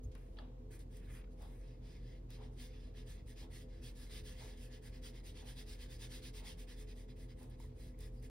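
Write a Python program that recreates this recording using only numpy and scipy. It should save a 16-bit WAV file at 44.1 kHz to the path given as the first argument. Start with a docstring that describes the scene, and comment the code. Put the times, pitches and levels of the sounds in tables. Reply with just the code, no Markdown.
"""Over a low appliance hum, a hand-held wooden panel gives a light click and the table one soft bump.
A small bristle brush starts dabbing paint on the panel's edge, builds to a quick back-and-forth
scrub, then eases off to single touches. Its friction rings the wood, dotted with clicks, knocks,
scuffs and faint wet squeaks. A clock ticks across the room; a two-port microphone sits close by."""
import sys
import numpy as np
from scipy import signal
from scipy.fft import rfft, irfft
from scipy.io import wavfile
from scipy.ndimage import uniform_filter1d

SR = 44100
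rng = np.random.default_rng(int(sys.argv[2]) if len(sys.argv) > 2 else 0)


def int16_out(signal):
    """Quantize to a 16-bit WAV file."""
    q = np.round(np.clip(np.atleast_2d(signal).T, -1, 1) * 32767)
    wavfile.write(sys.argv[1], SR, q.astype(np.int16))


N = 366012
TIME, FREQ = np.arange(N) / SR, np.fft.rfftfreq(N, 1 / SR)

# Appliance tones: pitch_hz, rms_db, waver_share, stereo_likeness, left_minus_right_db
HUM_TONES = [(43.1, -51.7, .17, 1, 0), (59.8, -69, .6, 1, 0), (85, -70, .8, 1, 0),
             (120, -61.5, .7, .99, -1), (125, -70.5, .9, .99, -1), (163, -78, .7, .95, 0),
             (172, -80, .6, .95, 0), (205.5, -80, .6, .95, 0), (240, -72, .5, .95, 0),
             (248.5, -69, .65, .95, 0), (255.5, -71, .7, .95, 0), (334, -74.5, .9, .85, 2),
             (360.5, -83, .5, .8, 0), (427.3, -73.8, .6, .7, -3), (430.7, -71.7, .5, .7, -3),
             (511.5, -73, .55, .75, 4), (646, -86, .7, .6, 0), (765, -85, .3, -.8, 0),
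             (807.5, -92, .6, .5, 0)]
# Tone of the appliance and room rush: freq_hz, gain_db
AIR_EQ = [(20, -39), (34, -11.5), (52, 1.5), (85, 0), (108, -9), (128, -6), (170, -11.5), (290, -13),
          (385, -17.5), (500, -13), (570, -23.5), (680, -21), (780, -31.5), (880, -25.5), (1500, -39.5),
          (4500, -44.5), (10000, -51.5)]
# Width of that rush (likeness 1 is mono, 0 unrelated, -1 opposed): freq_hz, stereo_likeness
AIR_LIKENESS = [(60, 1), (130, 0.96), (250, 0.74), (450, 0.55), (650, -0.47), (1000, -0.54), (2000, 0.029),
                (8000, -0.59)]
# Handle, panel and snapping bristles: start_s, level_db, centre_hz, width_octaves, t60_s, room_send_db
CLICKS = [(0.033, -71.5, 8800, 1.4, 0.17, -10), (0.116, -71, 3560, 1, 0.083, 1),
          (0.1514, -56, 5500, 2.0, 0.012, -20), (0.152, -61, 1310, 1.04, 0.07, -4.5),
          (.178, -74, 11000, 0.39, .05, -5), (0.37, -64.5, 3280, 0.35, 0.082, -6),
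          (0.389, -61, 2960, 0.52, 0.013, 1), (.792, -59.5, 9000, 0.55, .02, -10),
          (.97, -58, 10000, .6, .02, -12), (1.421, -63, 8000, 1, .04, -12),
          (1.612, -70, 4600, 0.68, .03, -15), (2.306, -65, 3800, .7, .035, -14),
          (2.3045, -54, 6000, 5.4, 0.016, -16), (2.575, -73, 4000, 1, 0.028, -16),
          (3.372, -67, 4000, 1, .03, -14), (4.576, -64, 4500, 0.8, .03, -16),
          (6.336, -61, 9000, 1, .008, -14), (7.43, -56, 11000, .7, 0.0088, 0),
          (7.498, -71, 10100, 0.44, 0.076, -8), (7.6, -58, 7000, 1.4, 0.012, 4),
          (7.99, -55, 10000, .9, .006, -16), (8.005, -57, 6500, 1.6, 0.025, -12),
          (8.2, -66, 11000, .7, 0.0079, -20), (8.226, -65, 10000, .7, .03, -14)]
# Stereo image of the panel at the two ports: freq_hz, stereo_likeness, left_minus_right_db
PANEL_IMAGE = [(494, 0.1, -8.5), (1110, 0, 10), (1690, 1, -2), (2230, 1, 1), (2660, 0.05, -5.5),
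               (3100, 0.93, -0.5), (4200, 0.45, -3.5), (5030, 0.74, 1.5), (7000, 1, -2), (15600, 0.86, 1.5)]
# Phase between the ports for the panel's sound: freq_hz, left_lead_rad
PANEL_PHASE = [(500, 0), (1100, -2), (1650, -.1), (2550, .1), (2850, 2.3), (3400, 1.1), (4300, 1),
               (4950, .1), (6000, 1.5), (7300, 3.14), (10400, 6.28), (13500, 9.42), (15800, 12)]
# Wet bristle squeaks: middle_s, half_length_s, pitch_hz, level_db
SQUEAKS = [(.047, .012, 6550, -72), (1.06, .013, 3950, -76), (7.945, .02, 2100, -79),
           (8.185, .025, 4800, -78)]
# Low modes of the nudged table: middle_s, half_length_s, pitch_hz, level_db
TABLE_MODES = [(.07, .02, 51, -36.5), (.068, .024, 92, -44)]
# Brush strokes, about nine a second in the scrub: start_s, length_s, level_db, touch (push, pull, drag)
STROKES = [(0.104, 0.26, -89.5, "drag"), (.27, 0.23, -86, "push"), (0.695, .105, -73, "drag"),
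           (0.775, 0.084, -73.5, "push"), (0.886, .17, -74, "push"), (1.003, 0.12, -87.5, "drag"),
           (1.07, 0.18, -75, "drag"), (1.293, 0.076, -84.5, "push"), (1.345, 0.23, -76.5, "push"),
           (1.467, 0.23, -87, "drag"), (1.582, 0.25, -76.5, "pull"), (1.791, 0.27, -70, "pull"),
           (1.973, 0.29, -73.5, "pull"), (2.277, 0.14, -65.5, "pull"), (2.381, .14, -72.5, "pull"),
           (2.505, 0.09, -84.5, "push"), (2.553, 0.17, -61.5, "push"), (2.667, 0.16, -75.5, "pull"),
           (2.729, 0.24, -74, "pull"), (2.925, 0.15, -66.5, "pull"), (3.044, 0.15, -66.5, "push"),
           (3.142, 0.11, -74.5, "pull"), (3.25, 0.12, -68.5, "push"), (3.343, 0.15, -63, "pull"),
           (3.487, 0.2, -64.5, "push"), (3.651, 0.23, -75, "pull"), (3.804, 0.15, -63.5, "push"),
           (3.927, 0.21, -65, "push"), (4.081, 0.17, -58, "push"), (4.219, 0.16, -62.5, "push"),
           (4.31, 0.31, -62, "pull"), (4.55, .18, -68.5, "push"), (4.69, .13, -65.5, "pull"),
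           (4.806, 0.13, -66.5, "push"), (4.907, 0.12, -67.5, "pull"), (5.006, 0.14, -61, "push"),
           (5.119, 0.12, -65.5, "pull"), (5.22, 0.14, -64, "push"), (5.33, 0.14, -63.5, "pull"),
           (5.431, 0.15, -62.5, "push"), (5.545, 0.12, -59, "pull"), (5.644, 0.16, -61, "push"),
           (5.766, .14, -61.5, "pull"), (5.874, 0.13, -62.5, "push"), (5.975, 0.14, -58.5, "pull"),
           (6.082, 0.15, -57.5, "push"), (6.205, 0.13, -58.5, "pull"), (6.318, 0.13, -61, "push"),
           (6.417, 0.16, -58.5, "pull"), (6.558, 0.12, -66.5, "push"), (6.66, 0.12, -62.5, "pull"),
           (6.748, 0.13, -66.5, "push"), (6.858, 0.1, -64, "pull"), (6.932, 0.15, -72.5, "push"),
           (7.07, 0.083, -71.5, "pull"), (7.143, 0.16, -73, "push"), (7.275, 0.082, -70.5, "pull"),
           (7.349, 0.15, -74, "push"), (7.477, .115, -76.5, "pull"), (7.562, 0.16, -75, "push"),
           (7.732, 0.24, -73, "push"), (7.966, 0.16, -68.5, "push"), (8.09, 0.17, -82.5, "push"),
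           (8.207, 0.1, -70.5, "push")]
# Broad tone of bristles rubbing wood: freq_hz, gain_db
BRISTLE_EQ = [(300, -16), (850, -7.5), (1400, -10), (1900, -7), (2800, -3.5), (3400, -2.5), (4500, -0.5),
              (5600, -3.5), (9000, -5.5), (12000, -10), (15500, -13.5)]
# Panel resonances standing on that broad tone: centre_hz, width_hz, relative_db
PANEL_MODES = [(1700, 100, 8.5), (1950, 140, 7), (2125, 96, 6.5), (2555, 150, 3.5), (2760, 240, 1),
               (3110, 160, 6.5), (3344, 46, 8.5), (3560, 68, 8), (3790, 78, 2), (4020, 41, 7),
               (4300, 33, 2), (4966, 190, 6), (5880, 480, -3), (7460, 100, -37), (8370, 720, -3.5)]
# Light touches; pushed tips fizz, pulled ones glide, a dragged tuft sounds the wood: body_db, fizz_db
LIGHT_TOUCH = {"push": (7.2, 9.1), "pull": (7.8, -7), "drag": (19.7, 19.3)}
# Pressed hard, the bristles splay and every touch sounds alike: body_db, fizz_db
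FIRM_TOUCH = (-0.33, 1)
# Shifts of grip on the panel: middle_s, half_length_s, level_db, centre_hz, width_octaves
SCUFFS = [(0.256, 0.046, -80, 1900, .7), (1.046, .03, -74, 2100, .45), (1.155, 0.077, -65, 1700, .8),
          (1.536, 0.042, -78, 2050, 0.33), (7.712, 0.023, -78, 2700, .6)]
# Pitched knocks on the panel, one mode a row: start_s, pitch_hz, level_db, t60_s
KNOCK_MODES = [(.3865, 1300, -51.5, .028), (.3865, 1730, -49, .03), (.3865, 3320, -48.5, .022),
               (.3865, 4180, -51, .018), (.3865, 4550, -48.5, .02), (1.196, 2480, -59, .022),
               (1.274, 1450, -64, .02), (7.601, 930, -51, .027), (7.642, 990, -62, .05),
               (7.601, 2250, -60.5, .022)]
# Ticks of the distant clock: peak_s, level_db
TICKS = [(.405, -61.5), (1.434, -62.5), (2.417, -64), (3.445, -67.5), (4.43, -61.5), (5.44, -66),
         (6.435, -63.5), (7.43, -67)]
# Tone of a tick: freq_hz, gain_db
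CLOCK_EQ = [(300, -35), (600, 5.5), (900, 6), (1300, -5.5), (2500, -14.5), (3800, -7), (6000, -64),
            (12000, -56)]


def amp(db):
    """Decibels to gain."""
    return 10 ** (np.asarray(db) / 20)


def unit(x):
    """Scales to rms 1."""
    return x / np.sqrt(np.mean(x ** 2) + 1e-30)


def curve(points):
    """Each value column of a table at every frequency, joined on a log axis."""
    hz, *columns = np.transpose(points)
    return np.squeeze([np.interp(np.log(FREQ + 1), np.log(hz), c) for c in columns])


def eq(x, gain):
    """Filters by a gain for every frequency."""
    return irfft(rfft(x) * gain, N)


def band(x, hz, octaves):
    """A bell-shaped band of x, at rms 1."""
    return unit(eq(x, np.exp(-.5 * (np.log2((FREQ + 1) / hz) / octaves) ** 2)))


def drift(rate_hz):
    """Smooth random wander of rms 1, up to about the given rate."""
    return unit(eq(rng.standard_normal(N), np.exp(-(FREQ / rate_hz) ** 2)))


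def decay(start_s, t60_s):
    """An envelope with a hard attack and an exponential tail."""
    return (TIME >= start_s) * amp(-60 * np.maximum(TIME - start_s, 0) / t60_s)


def swell(middle_s, half_length_s):
    """A bell-shaped fade in and out."""
    return np.exp(-((TIME - middle_s) / half_length_s) ** 2)


def stereo(pair, likeness, left_lead_rad=0):
    """Blends two unrelated signals into a left and a right that are partly alike."""
    left, other = rfft(pair)
    likeness = np.clip(likeness, -1, 1)
    right = likeness * left + np.sqrt(1 - likeness ** 2) * other
    return irfft(np.array([left, right * np.exp(-1j * left_lead_rad)]), N)


def from_panel(pair):
    """The path from panel to microphone ports: width, phase and pan vary with frequency."""
    likeness, pan_db = curve(PANEL_IMAGE)
    return eq(stereo(pair, likeness, curve(PANEL_PHASE)), amp(np.outer([.5, -.5], pan_db)))


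def room(x, t60_s=0.33, predelay_s=0.0025, damping_hz=4500):
    """A short diffuse reverb, duller than the direct sound."""
    tail = eq(rng.standard_normal((2, N)), 1 / np.hypot(1, FREQ / damping_hz)) * decay(predelay_s, t60_s)
    tail = tail[:, :SR] / np.linalg.norm(tail[0])
    return signal.fftconvolve(x, tail, axes=1)[:, :N]


def hum(waver_hz=7):
    """Motor and mains tones: each is a steady sine plus a part that wavers."""
    out = np.zeros((2, N))
    knots_s = np.arange(0, TIME[-1] + 1, .5 / waver_hz)
    for hz, db, waver, likeness, pan_db in HUM_TONES:
        wander = np.interp(TIME, knots_s, rng.standard_normal((len(knots_s), 2)) @ [1, 1j])
        swing = np.sqrt(1 - waver ** 2) + waver * wander / np.std(wander)
        tone = amp(db) * np.sqrt(2) * swing * np.exp(2j * np.pi * (hz * TIME + rng.random()))
        shift = np.exp(1j * np.arccos(likeness))  # standing waves put the ports out of step
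        out += np.real([tone * amp(pan_db / 2), tone * shift * amp(-pan_db / 2)])
    return out


def air(rms_db=-56.5):
    """A steady low bed of appliance and room rush, nearly mono in the bass."""
    noise = stereo(rng.standard_normal((2, N)), curve(AIR_LIKENESS))
    return amp(rms_db) * unit(eq(noise, amp(curve(AIR_EQ))))


def clicks():
    """Handle, panel and bristles snap in damped bursts, each with its own colour and reverb send."""
    direct, send = np.zeros((2, 2, N))
    for start_s, db, hz, octaves, t60_s, send_db in CLICKS:
        click = amp(db) * band(rng.standard_normal((2, N)), hz, octaves) * decay(start_s, t60_s)
        direct += click
        send += amp(send_db) * click
    return from_panel(direct) + room(send)


def squeaks(width_hz=380):
    """A wet bristle sticks and slips almost regularly, giving a brief, rough pitch."""
    tones = sum(amp(db) * swell(middle_s, half_s) * np.cos(2 * np.pi * hz * TIME)
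                for middle_s, half_s, hz, db in SQUEAKS)
    roughness = np.array([drift(width_hz), drift(width_hz)])
    return from_panel(np.sqrt(2) * tones * roughness)


def table_bump():
    """The hand nudges the table, and its top makes a few low swings."""
    return sum(amp(db) * swell(middle_s, half_s) * np.sin(2 * np.pi * hz * (TIME - middle_s))
               for middle_s, half_s, hz, db in TABLE_MODES)


def bristle_rub(flicks_per_s=2500, spread_db=1.5, flick_share=0.19):
    """Bristles slip and flick over the grain; their hiss and fine crackle ring the panel."""
    flicks = (rng.random((2, N)) < flicks_per_s / SR) * rng.choice([-1, 1], (2, N))
    flicks = flicks * amp(spread_db * np.minimum(rng.exponential(1, (2, N)), 4))
    hiss = rng.standard_normal((2, N))
    friction = np.sqrt(flick_share) * unit(flicks) + np.sqrt(1 - flick_share) * hiss
    resonance = sum(amp(db) ** 2 / (1 + (2 * (FREQ - hz) / width) ** 2) for hz, width, db in PANEL_MODES)
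    return eq(from_panel(friction), amp(curve(BRISTLE_EQ)) * np.sqrt(1 + resonance))


def stroke_colour(db, touch, splay_db=-65.5, knee_db=2.5):
    """Body and fizz in dB: the lighter the stroke, the less the tuft splays and the more touch shows."""
    lightness = 1 / (1.5 + np.exp((db - splay_db) / knee_db))
    return lightness * np.array(LIGHT_TOUCH[touch]) + (1 - lightness) * np.array(FIRM_TOUCH)


def stroke_speed(progress, flatten=0.6, skew=0.81):
    """The hand gathers speed quickly, peaks before mid-stroke and brakes more slowly into the turn."""
    arc = np.abs(np.sin(np.pi * np.clip(progress, 0, 1) ** skew))
    return np.tanh(flatten * arc) / np.tanh(flatten)


def brush(body_hz=2600, fizz_hz=6800, catch_db=0.75, catch_hz=26):
    """Each stroke plays the rub as woody body, core and tip fizz; a faster hand is louder and brighter."""
    rub = bristle_rub()
    low = 1 / (1 + (FREQ / body_hz) ** 8)
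    high = 1 - 1 / (1 + (FREQ / fizz_hz) ** 8)
    body, core, fizz = (eq(rub, gain) for gain in (low, 1 - low - high, high))
    out = np.zeros((2, N))
    for start_s, length_s, db, touch in STROKES:
        body_db, fizz_db = stroke_colour(db, touch)
        span = slice(*np.searchsorted(TIME, [start_s, start_s + length_s]))
        speed = stroke_speed((TIME[span] - start_s) / length_s)
        wood = amp(body_db) * body[:, span] * speed ** 2.11
        tips = (core[:, span] + amp(fizz_db) * fizz[:, span]) * speed ** 2.83
        out[:, span] += amp(db) * (wood + tips)
    return out / np.std(core) * amp(catch_db * drift(catch_hz))  # the whole tuft catches and lets go


def moving_contact(x, depth_db, fft_size, bins, frames):
    """As the point of contact moves, patches of the spectrum swell and fade."""
    spectrum = signal.stft(x, nperseg=fft_size)[2]
    patches = uniform_filter1d(rng.standard_normal(spectrum.shape[1:]), frames, axis=0)
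    patches = unit(uniform_filter1d(patches, bins, axis=1))
    return signal.istft(spectrum * unit(amp(depth_db * patches)), nperseg=fft_size)[1][:, :N]


def scuffs(chatter_db=3, chatter_hz=70):
    """The grip shifts and the wood sticks and slips: a dull, uneven scrape."""
    slip = from_panel(rng.standard_normal((2, N))) * amp(chatter_db * drift(chatter_hz))
    return sum(amp(db) * swell(middle_s, half_s) * band(slip, hz, octaves)
               for middle_s, half_s, db, hz, octaves in SCUFFS)


def knocks(attack_t60_s=0.005, send_db=-16):
    """A soft contact rounds the attack; the hand-held wood rings briefly in a few damped modes."""
    ring = np.zeros(N)
    for start_s, hz, db, t60_s in KNOCK_MODES:
        envelope = decay(start_s, t60_s) - decay(start_s, attack_t60_s)
        ring += amp(db) * envelope * np.sin(2 * np.pi * hz * (TIME - start_s))
    return ring + amp(send_db) * room(ring[None])


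def clock(rise_s=0.033, t60_s=0.46, likeness=0.23):
    """Once a second a tick arrives, blurred by the room into a soft, wide puff of noise."""
    envelope = sum(amp(db) * ((TIME < peak_s) * swell(peak_s, rise_s) + decay(peak_s, t60_s))
                   for peak_s, db in TICKS)
    noise = stereo(rng.standard_normal((2, N)), likeness)
    return envelope * unit(eq(noise, amp(curve(CLOCK_EQ))))


def scene(brush_send_db=-18):
    """The mix: brush and panel up front and fairly dry, hum and clock behind."""
    strokes = moving_contact(brush(), depth_db=1.9, fft_size=512, bins=12, frames=3)  # broad, quick
    strokes = moving_contact(strokes, depth_db=1.2, fft_size=1024, bins=4, frames=10)  # narrow, slower
    accents = clicks() + knocks() + squeaks() + table_bump()
    return strokes + amp(brush_send_db) * room(strokes) + accents + clock() + hum() + air() + scuffs()


def record(dry, cutoff_hz=15800):
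    """A steep low-pass trims the very top of the mix."""
    lowpass = signal.firwin(1023, cutoff_hz, window=("kaiser", 9), fs=SR)
    return signal.oaconvolve(dry, lowpass[None], "same")


dry = scene()
out = record(dry)
int16_out(out)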